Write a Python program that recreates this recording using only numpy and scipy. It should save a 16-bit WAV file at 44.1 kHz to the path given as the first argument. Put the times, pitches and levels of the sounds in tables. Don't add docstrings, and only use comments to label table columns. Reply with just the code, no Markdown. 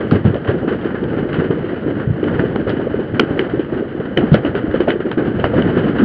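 import sys
import numpy as np
from scipy import signal
from scipy.fft import rfft, irfft
from scipy.io import wavfile
from scipy.ndimage import uniform_filter1d

SR = 44100
rng = np.random.default_rng(int(sys.argv[2]) if len(sys.argv) > 2 else 0)


def wav_record(signal):
    frames = np.transpose(np.atleast_2d(signal))
    bounded = np.clip(frames, -1, 1)
    quanta = np.round(bounded * 32767).astype(np.int16)
    wavfile.write(sys.argv[1], SR, quanta)


def invert_db(x):
    u = np.asarray(x, float) / 20
    return 10 ** u


N = 266364

# [f/Hz, level/dB per Hz]
DISTANCE_COLOUR = [(20, -32), (60, -13), (130, -4), (330, 0.5), (470, -3.5), (700, -14), (1000, -21),
                   (1530, -14.5), (2000, -22), (2300, -30.5), (2750, -31), (2990, -24.5), (3250, -33.5),
                   (3550, -41), (4800, -51), (5150, -62), (5600, -65.5), (6000, -100)]


def band(lo_hz, hi_hz):
    hz = np.maximum(np.arange(2049) * SR / 4096, 1)
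    f, db = np.transpose(DISTANCE_COLOUR)
    gain = invert_db(np.interp(np.log(hz), np.log(f), db))
    gain = gain / np.sqrt((1 + (lo_hz / hz) ** 6) * (1 + (hz / hi_hz) ** 6))
    cepstrum = irfft(np.log(gain + 1e-7))
    cepstrum[1:2048] *= 2
    cepstrum[2049:] = 0
    response = irfft(np.exp(rfft(cepstrum)))
    return response / np.sqrt(np.sum(response ** 2))


def through(x, response):
    return signal.fftconvolve(x, response)[:len(x)]


def add(out, s, sound):
    i = int(s * SR)
    out[i:i + len(sound)] += sound[:N - i]


def pulse(hz, cycles, rise):
    turns = np.arange(int(8 * SR / hz)) * hz / SR
    shape = -np.sin(2 * np.pi * turns) * turns ** rise * np.exp(-turns / cycles)
    return shape / np.abs(shape).max()


def thuds(table, t60_s, cycles, rise, late_s, echo_db, spread_db, first_s, count=40):
    out = np.zeros(N)
    chance = rng.random((len(table), 3, count))
    for (s, db, hz, share_db), (when, size, sign) in zip(table, chance):
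        lag = first_s + t60_s * when
        echo_level_db = echo_db + share_db - 60 * lag / t60_s + spread_db * size
        echoes = invert_db(echo_level_db) * np.sign(sign - .5)
        train = np.zeros(SR)
        train[0] = 1
        np.add.at(train, np.minimum(lag * SR, SR - 1).astype(int), echoes)
        train = train[:int(lag.max() * SR) + 4000]
        add(out, s + late_s, invert_db(db) * through(train, pulse(hz, cycles, rise)))
    return out


def shocks(table, t60_s, shock=1, rise_s=0.0016):
    out = np.zeros(N)
    t = np.arange(SR // 4) / SR
    snap = 0.73 * np.exp(-(t / 0.0026) ** 2) * (1 - np.exp(-t / rise_s))
    ground_s = 0.0022
    direct = np.zeros(len(t))
    direct[[8, 8 + int(ground_s * SR)]] = -1
    bands = [band(1050, 2300), band(2300, 3600), band(3600, 9000)]
    noises = rng.standard_normal((len(table), 2, len(t)))
    for (s, db, edge_db, top_db, tail_db), (grit, diffuse) in zip(table, noises):
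        tail = invert_db(tail_db - 60 * t / t60_s) * (1 - np.exp(-t / 0.0058))
        for response, share_db in zip(bands, [-5.5, edge_db - .5, top_db - 10.5]):
            front = through(shock * direct + grit * snap, response)
            front = front / np.abs(front).max()
            echoes = 0.34 * through(diffuse * tail, response)
            add(out, s, invert_db(db + share_db) * (front + echoes))
    return out


def afterwash(table, db, t60_s):
    power, t = np.zeros(N), np.arange(SR) / SR
    for s, peak_db, _, share_db in table:
        decay = invert_db(2 * (peak_db + share_db + db - 60 * t / t60_s))
        add(power, s, decay * (1 - np.exp(-t / 0.014)) ** 2)
    return power


# [t/s, level/dB]
FAR_SKY = [(0.0, -16.5), (0.55, -26.5), (0.72, -25), (1.23, -24.5), (1.53, -21), (1.98, -28.5),
           (2.349, -20), (2.78, -23), (2.96, -24.5), (3.25, -29.5), (3.4, -25), (3.99, -31.5),
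           (4.39, -18.5), (4.61, -25.5), (4.73, -24.5), (5.13, -29), (5.62, -13), (6.04, -18)]


def roll():
    per_s, t60_s, quiet_db = 70, 0.13, -22
    s, sky_db = np.transpose(FAR_SKY)
    busy_db = np.interp(np.arange(N) / SR, s, sky_db - quiet_db)
    when, size, own = rng.random((3, 600))
    starts = np.minimum(np.cumsum(-np.log(when) / per_s) * SR, N).astype(int)
    decay = invert_db(-60 / (t60_s * SR))
    # band edges [Hz], level [dB], share of the busyness, near wash, shift of the draw
    parts = [((10, 200), -2.5, 0.63, afterwash(BOOMS, -4, 0.092), 0),
             ((200, 800), -1, 0.45, afterwash(BANGS + MORE_BANGS, -9.5, 0.29), .33),
             ((800, 9000), -12, 0.5, afterwash(BANGS + MORE_BANGS, -21.5, 0.27), .67)]
    out = 0
    for edges, part_db, follow, near, shift in parts:
        burst_db = -3.5 * np.log(0.053 + size) + 19.0 * ((own + shift) % 1 - .5)
        bursts = np.zeros(N + 1)
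        np.add.at(bursts, starts, invert_db(burst_db))
        wash = signal.lfilter([1], [1, -decay], bursts[:N])
        wash = uniform_filter1d(wash, int(0.001 * SR) + 1)
        wash = 1.68 + wash / wash.mean()
        noise = through(wash * rng.standard_normal(N), band(*edges))
        power = invert_db(2 * (quiet_db + part_db + follow * busy_db)) + near
        out = out + np.sqrt(power) * noise / np.sqrt(np.mean(wash ** 2))
    return out


# [t/s, level/dB, brightness/dB, echo share/dB]
CRACKLES = [(0.12, -18, 11, -3.5), (0.2502, -17.5, 6.5, 7), (0.3433, -12.5, 4, -2),
            (0.4467, -24.5, 16.5, -8), (0.4724, -14.5, 4, 9.5), (0.635, -32, -8, -5),
            (0.6768, -15, 2.5, 7.5), (0.812, -23, 6, 6.5), (0.945, -21, -13, 10.5),
            (1.039, -16.5, 6.5, -21), (1.131, -22, -16, 6), (1.391, -17.5, 2, 3), (1.998, -15, -2, 4),
            (2.2271, -22, 7.5, 5.5), (2.435, -33.5, 5, 0), (2.7993, -21, -3.5, -5), (3.298, -25, 3, 7),
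            (3.3667, -26, -4, -0.5), (3.497, -15.5, 3.5, 2), (3.593, -22, 10, 1), (3.646, -22, 8.5, -4),
            (4, -16.5, -2, 3.5), (4.551, -9, 3.5, 2), (4.658, -31.5, -2, -13.5), (4.7124, -15, 0, -3),
            (4.7398, -15.5, 6.5, 3.5), (5.397, -19, 12.5, 0), (5.658, -17, -7, -1), (5.77, -21, 5, 12),
            (5.979, -21, 3, 16)]


def crackles():
    far = []
    for s, db, bright_db, tail_db in CRACKLES:
        far.append((s, db, -13.5 + bright_db, -40 + 0.8 * bright_db, tail_db))
    return shocks(far, 0.19, shock=.4, rise_s=0.0012)


# [t/s, level/dB, 3 kHz share/dB, 4.5 kHz share/dB, echo share/dB]
LATE_CRACKS = [(0.69, -19, -16.5, -22, 1.5), (1.342, -11, -7, -20, 2.5), (1.44, -13.5, -10.5, -29, 1),
               (1.642, -23, -4.5, -23, 3.5), (2.24, -14, -4, -15, -16), (2.31, -27, -8, -25, -10),
               (2.45, -22, -4.5, -20, -6), (2.7, -18.5, 4, -17, -5.5), (3.21, -8, -9.5, -17, -5.5),
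               (4.317, -14.5, -5, -20, -1), (5.45, -17, -5, -13, -0.5), (5.8, -23, -10, -22, -9),
               (3.3925, -17, 2, 1, -4), (0.472, -17, -14, -13, 0.5), (3.594, -22.5, -8.5, -17, 2),
               (1.76, -19.5, -7, -14, 3.5), (3.78, -23, -6, -21, 1), (3.88, -26, -8, -20, 4)]


def late_cracks():
    return shocks(LATE_CRACKS, 0.19, shock=.3, rise_s=0.00074)


# [t/s, level/dB, pulse f/Hz, echo share/dB]
KNOCKS = [(0.219, -28, 534, 2.5), (0.253, -14, 494, 2), (0.303, -20, 501, -2), (0.355, -15, 570, 4.5),
          (0.475, -23.5, 640, 1), (0.632, -12.5, 501, -2), (0.735, -26, 506, 0), (1.504, -25, 614, 3),
          (1.614, -23.5, 581, -7), (1.73, -26, 511, -4), (1.779, -18, 568, 1), (2.23, -22, 510, 4.5),
          (2.273, -29, 503, -0.5), (2.304, -19, 710, 3), (2.562, -19, 543, -1), (2.669, -23, 528, 7),
          (2.695, -13.5, 550, 3.5), (2.799, -14, 587, 6), (2.867, -21, 501, 9), (2.904, -18, 506, 0),
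          (3.197, -11.5, 534, -1), (3.303, -16, 504, 2), (3.368, -22, 503, 2), (3.497, -17, 610, 3),
          (3.595, -14, 519, -0.5), (3.82, -24, 510, -8), (3.999, -21, 527, 8), (4.17, -17, 540, 7),
          (4.318, -17, 526, 0), (4.343, -7, 525, 3.5), (4.449, -12, 584, 4), (4.547, -14, 658, 2),
          (4.742, -8.5, 490, -1), (4.803, -8, 504, 1.5), (4.877, -6.5, 506, 8), (5.004, -12, 515, -11),
          (5.173, -21, 568, 4), (5.278, -21, 592, 6), (5.393, -14, 516, 9), (5.442, -6.5, 513, 9),
          (5.536, -23, 530, 3), (5.966, -27, 510, 11)]


def knocks():
    return invert_db(-3) * thuds(KNOCKS, 0.074, cycles=0.69, rise=0.77, late_s=-.001, echo_db=-5.5,
                           spread_db=9.5, first_s=0.00083, count=20)


# [t/s, level/dB, pulse f/Hz, echo share/dB]
SLAPS = [(0.127, -4.5, 196, 4), (0.264, -14, 166, -1), (0.277, -3, 169, -2), (0.3, -12, 170, -3),
         (2.085, -12.5, 130, -3), (3.1995, -5, 336, -1), (3.204, -2.5, 332, -2), (3.217, -8, 300, -11),
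         (3.231, -6, 280, 10), (4.1737, -4.5, 300, 3), (4.221, -11, 302, -3), (4.36, -11, 150, 2),
         (4.7995, -15.5, 344, -3), (0.7, -17.5, 333, 3), (1.445, -6, 336, -5), (1.731, -8, 336, 6),
         (2.268, -7, 320, 2.5), (2.6, -13, 303, 6), (2.737, -16, 347, 0), (5.365, -17, 253, 13),
         (5.565, -17, 308, 10), (5.78, -11, 299, 6), (5.83, -9, 257, 4), (5.895, -7.5, 280, 3),
         (6.017, -8.5, 256, 10.5), (6.027, -3, 225, 19), (0.116, -6, 330, 2), (0.27, -10.5, 380, 5),
         (4.325, -13.5, 380, 4), (4.68, -18, 85, 7), (4.895, -17, 520, 14)]


def slaps():
    return thuds(SLAPS, 0.039, cycles=0.29, rise=2.1, late_s=0.00034, echo_db=-12.0,
                 spread_db=5.0, first_s=0.0035, count=20)


# [t/s, level/dB, 3 kHz share/dB, 4.5 kHz share/dB, echo share/dB]
CRACKS = [(0.1106, -2.5, -11.5, -5, 2.5), (0.9048, -12, -22, -33, 1.5), (1.3289, -10.5, -5.5, -27, 0),
          (1.508, -10, -39, -33.5, -3), (2.34, -27, -28, -37, -21), (2.3926, -3.5, -34, -30, -20),
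          (2.5590, -6.5, -14, -37, -15), (2.6934, -10, -31, 1.5, -6), (3.1958, 9, -3, -2.5, -14.5),
          (3.3918, -9.5, 6, 3.5, -8.5), (4.1732, -3.5, 0.5, -22, -8), (4.3303, -12, -14.5, -1, 9),
          (4.3419, -1.5, -6.5, -28, 1), (4.4491, -7, -9.5, -53, 1.5), (4.8036, -8.5, -10, -46, 4),
          (4.882, -7, -8.5, -22, 6.5), (4.9035, -8, 0, -9.5, -0.5), (5.003, -15.5, -13.5, -37, 7.5),
          (5.1139, -5.5, -10, -39.5, -1), (5.1775, -10.5, -16, -38, 6), (5.4405, 2, -9, -7.5, 1),
          (5.5398, -11, -15, -43, 2.5), (5.621, -12.5, -1, -30, -33), (2.2816, -11.5, -21, -30, 2)]


def cracks():
    return shocks(CRACKS, 0.11)


# [t/s, level/dB, pulse f/Hz, echo share/dB]
BANGS = [(0.117, -1, 257, -2.5), (0.249, -3.5, 223, 0.5), (0.713, -12, 414, 5.5), (1.026, -9, 347, 0),
         (1.166, -10.5, 278, 1), (1.419, -10, 430, 2), (1.503, -5, 371, 4), (2.328, -15, 392, 11),
         (2.588, -14, 325, 6), (2.667, -12.5, 409, 11), (2.941, -6.5, 416, -12), (2.99, -9, 400, 3.5),
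         (3.135, -10.5, 313, 4.5), (3.1929, -4, 368, -1), (3.307, -13, 248, 9.5), (3.392, -5.5, 367, 1),
         (3.592, -6.5, 324, -0.5), (3.823, -8.5, 405, -2.5), (4.169, -9.5, 346, 10.5),
         (4.334, -3.5, 208, 0), (4.446, -9.5, 297, 3), (4.739, -8.5, 318, -0.3), (4.802, -1.5, 352, -3),
         (4.88, -6.5, 318, 7), (5.173, -4.5, 315, 4.5), (5.275, -7, 320, -22), (5.537, -8, 526, 6.5),
         (5.661, -9.5, 244, 4), (5.764, -10, 301, 8.5), (5.995, -7.5, 293.5, 7)]
# [t/s, level/dB, pulse f/Hz, echo share/dB]
MORE_BANGS = [(0.487, -12.5, 355, 9.5), (0.626, -12, 226, -2), (0.671, -13.5, 236, 11.5), (0.853, -8, 366, 3),
              (0.943, -10, 371, -0.5), (1.252, -11.5, 362, -0.5), (1.386, -8, 305, 4.5), (1.641, -13, 360, -1),
              (1.86, -11, 292, 5), (1.964, -17.5, 315, 13), (2.228, -7, 366, 0), (2.437, -7, 424, -1),
              (2.56, -11.5, 427, 2), (2.733, -9.5, 339, -18), (2.789, -14, 359, 7.5), (2.868, -10.5, 450, -8),
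              (2.905, -15.5, 326, 4), (3.368, -12, 369, -2), (3.535, -8.5, 352, 3.5), (3.72, -10, 318, -1.5),
              (3.763, -12.5, 367, 1), (3.948, -11.5, 330, -5), (4.003, -11, 414, -6.5), (4.233, -9, 240, 2),
              (4.55, -9, 420, 3.5), (4.638, -9, 306, -4), (4.953, -12.5, 378, -7), (5.001, -11.5, 350, -18),
              (5.052, -14, 306, 8), (5.437, -12, 237, 7)]


def bangs():
    return thuds(BANGS + MORE_BANGS, 0.13, cycles=0.62, rise=2.25, late_s=0.00045, echo_db=-12.5,
                 spread_db=2.5, first_s=.004)


# [t/s, level/dB, pulse f/Hz, echo share/dB]
BOOMS = [(0.111, -3, 159, 4.5), (0.246, -3, 115, 1), (0.477, -8, 118, -7), (0.614, -21, 104, 1.5),
         (0.858, -12, 191, 0), (1.011, -23, 172, 10.5), (1.377, -10, 150, 2), (1.48, -17, 182, 7),
         (1.857, -14.5, 153, 0.5), (1.953, -16, 150, 6), (2.063, -5.5, 134, 5), (2.348, -19, 126, 1.5),
         (2.551, -17.5, 184, -8.5), (2.64, -24, 110, 6.5), (3.116, -17, 122, 1), (3.3, -8, 174.4, -6),
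         (3.526, -17.5, 127, 7), (3.988, -14.5, 160, -10), (4.171, -12.5, 196, 8), (4.311, 3, 150, -6),
         (4.483, -15, 121, -15), (4.553, -16.5, 137, -10), (4.626, -22, 110, 5), (4.876, -20, 182, 2.5),
         (5.166, -11, 204, 4), (5.351, -15.5, 110, 6), (5.433, -14.5, 109, -1), (5.552, -11.5, 139, -6),
         (5.641, -24, 101.5, 10.5), (5.82, -11, 196, 4)]


def booms():
    return -thuds(BOOMS, 0.22, cycles=0.24, rise=4.9, late_s=.004, echo_db=-14.0,
                  spread_db=15.5, first_s=.008)


def scene():
    background = roll() + crackles() + late_cracks()
    near = knocks() + slaps() + cracks() + bangs() + booms()
    return (background + near)[None]


# [t/s, length/s, tick treble level/dB]
HUNTS = [(0.076, 0.075, -55.5), (0.15, 0.075, -67.5), (0.329, 0.059, -65.5), (0.436, 0.059, -76),
         (0.54, 0.013, -67.5), (0.622, 0.043, -63), (0.665, 0.045, -69.5), (0.798, 0.069, -69.5),
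         (0.9, 0.013, -69.5), (1.03, 0.024, -65.5), (1.158, 0.029, -67.5), (1.31, 0.04, -63.5),
         (1.5, 0.051, -64), (1.641, 0.013, -75), (1.761, 0.04, -73), (1.881, 0.019, -67.5),
         (2.017, 0.043, -67.5), (2.116, 0.021, -67.5), (2.15, 0.04, -72), (2.204, 0.064, -69.5),
         (2.268, 0.064, -67), (2.377, 0.035, -66.5), (2.425, 0.04, -61), (2.465, 0.04, -68),
         (2.548, 0.04, -65), (2.67, 0.04, -61.5), (2.804, 0.024, -72), (2.865, 0.016, -65.5),
         (3.041, 0.043, -70), (3.188, 0.027, -67.5), (3.302, 0.035, -62), (3.366, 0.061, -61.5),
         (3.486, 0.013, -67.5), (3.518, 0.037, -72), (3.617, 0.013, -65), (3.644, 0.016, -72.5),
         (3.705, 0.045, -71), (3.769, 0.045, -74), (3.948, 0.013, -66.5), (3.996, 0.029, -64.5),
         (4.1, 0.051, -69), (4.15, 0.053, -59.5), (4.249, 0.048, -67.5), (4.334, 0.029, -63.5),
         (4.436, 0.035, -63), (4.54, 0.04, -63), (4.724, 0.069, -67.5), (4.793, 0.069, -68.5),
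         (4.862, 0.072, -62), (4.95, 0.021, -68.5), (4.998, 0.024, -67.5), (5.084, 0.064, -68),
         (5.172, 0.024, -60.5), (5.342, 0.072, -67), (5.414, 0.072, -64.5), (5.486, 0.072, -63),
         (5.593, 0.051, -64), (5.724, 0.045, -68), (5.769, 0.045, -68.5), (5.966, 0.043, -67.5)]


def jumps(x):
    block_s, first_block_s, settle_s, rounding = 128 / 48000, .001934, .001, .55
    edges = np.arange(first_block_s, N / SR, block_s)[:, None]
    s, length, db = np.transpose(HUNTS)
    inside = (edges > s) & (edges < s + length)
    hunting = np.sum(invert_db(db + 14) * inside, axis=1)
    at = np.round(edges[:, 0] * SR).astype(int)
    steps = np.zeros(N)
    steps[at] = hunting * rng.standard_normal(len(at)) + invert_db(-62) * x[at]
    blunt = signal.lfilter([1 - rounding], [1, -rounding], steps)
    return signal.lfilter([1], [1, -np.exp(-1 / (settle_s * SR))], blunt)


# [t/s, level/dB, direction +1 or -1]
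FRONTS = [
    (3.1966, -4, -1),
    (3.1977, -10, -1),
    (3.199, -9, 1),
    (4.1755, -20, -1),
    (4.1752, -16, -1),
]


def fronts():
    t = np.arange(N) / SR
    width_s = .00016
    return sum(way * invert_db(db) * np.exp(-((t - s) / width_s) ** 2) for s, db, way in FRONTS)


def top_cut(x):
    return signal.sosfilt(signal.butter(12, 15700, fs=SR, output="sos"), x)


def record(dry):
    ceiling, overdrive_db, hiss_db, top_hz = .96, 0.2, -91, 6400
    x = dry * invert_db(overdrive_db) / ceiling + invert_db(hiss_db) * rng.standard_normal(dry.shape)
    x = ceiling * x / (1 + np.abs(x) ** 8) ** (1 / 8)
    x = x + fronts()
    x = signal.sosfiltfilt(signal.cheby2(12, 35, top_hz, fs=SR, output="sos"), x)
    converter_hiss = invert_db(-108) * rng.standard_normal(dry.shape)
    x = np.clip(x + jumps(x[0]) + converter_hiss, -1, 1)
    return top_cut(x)


dry = scene()
out = record(dry)
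wav_record(out)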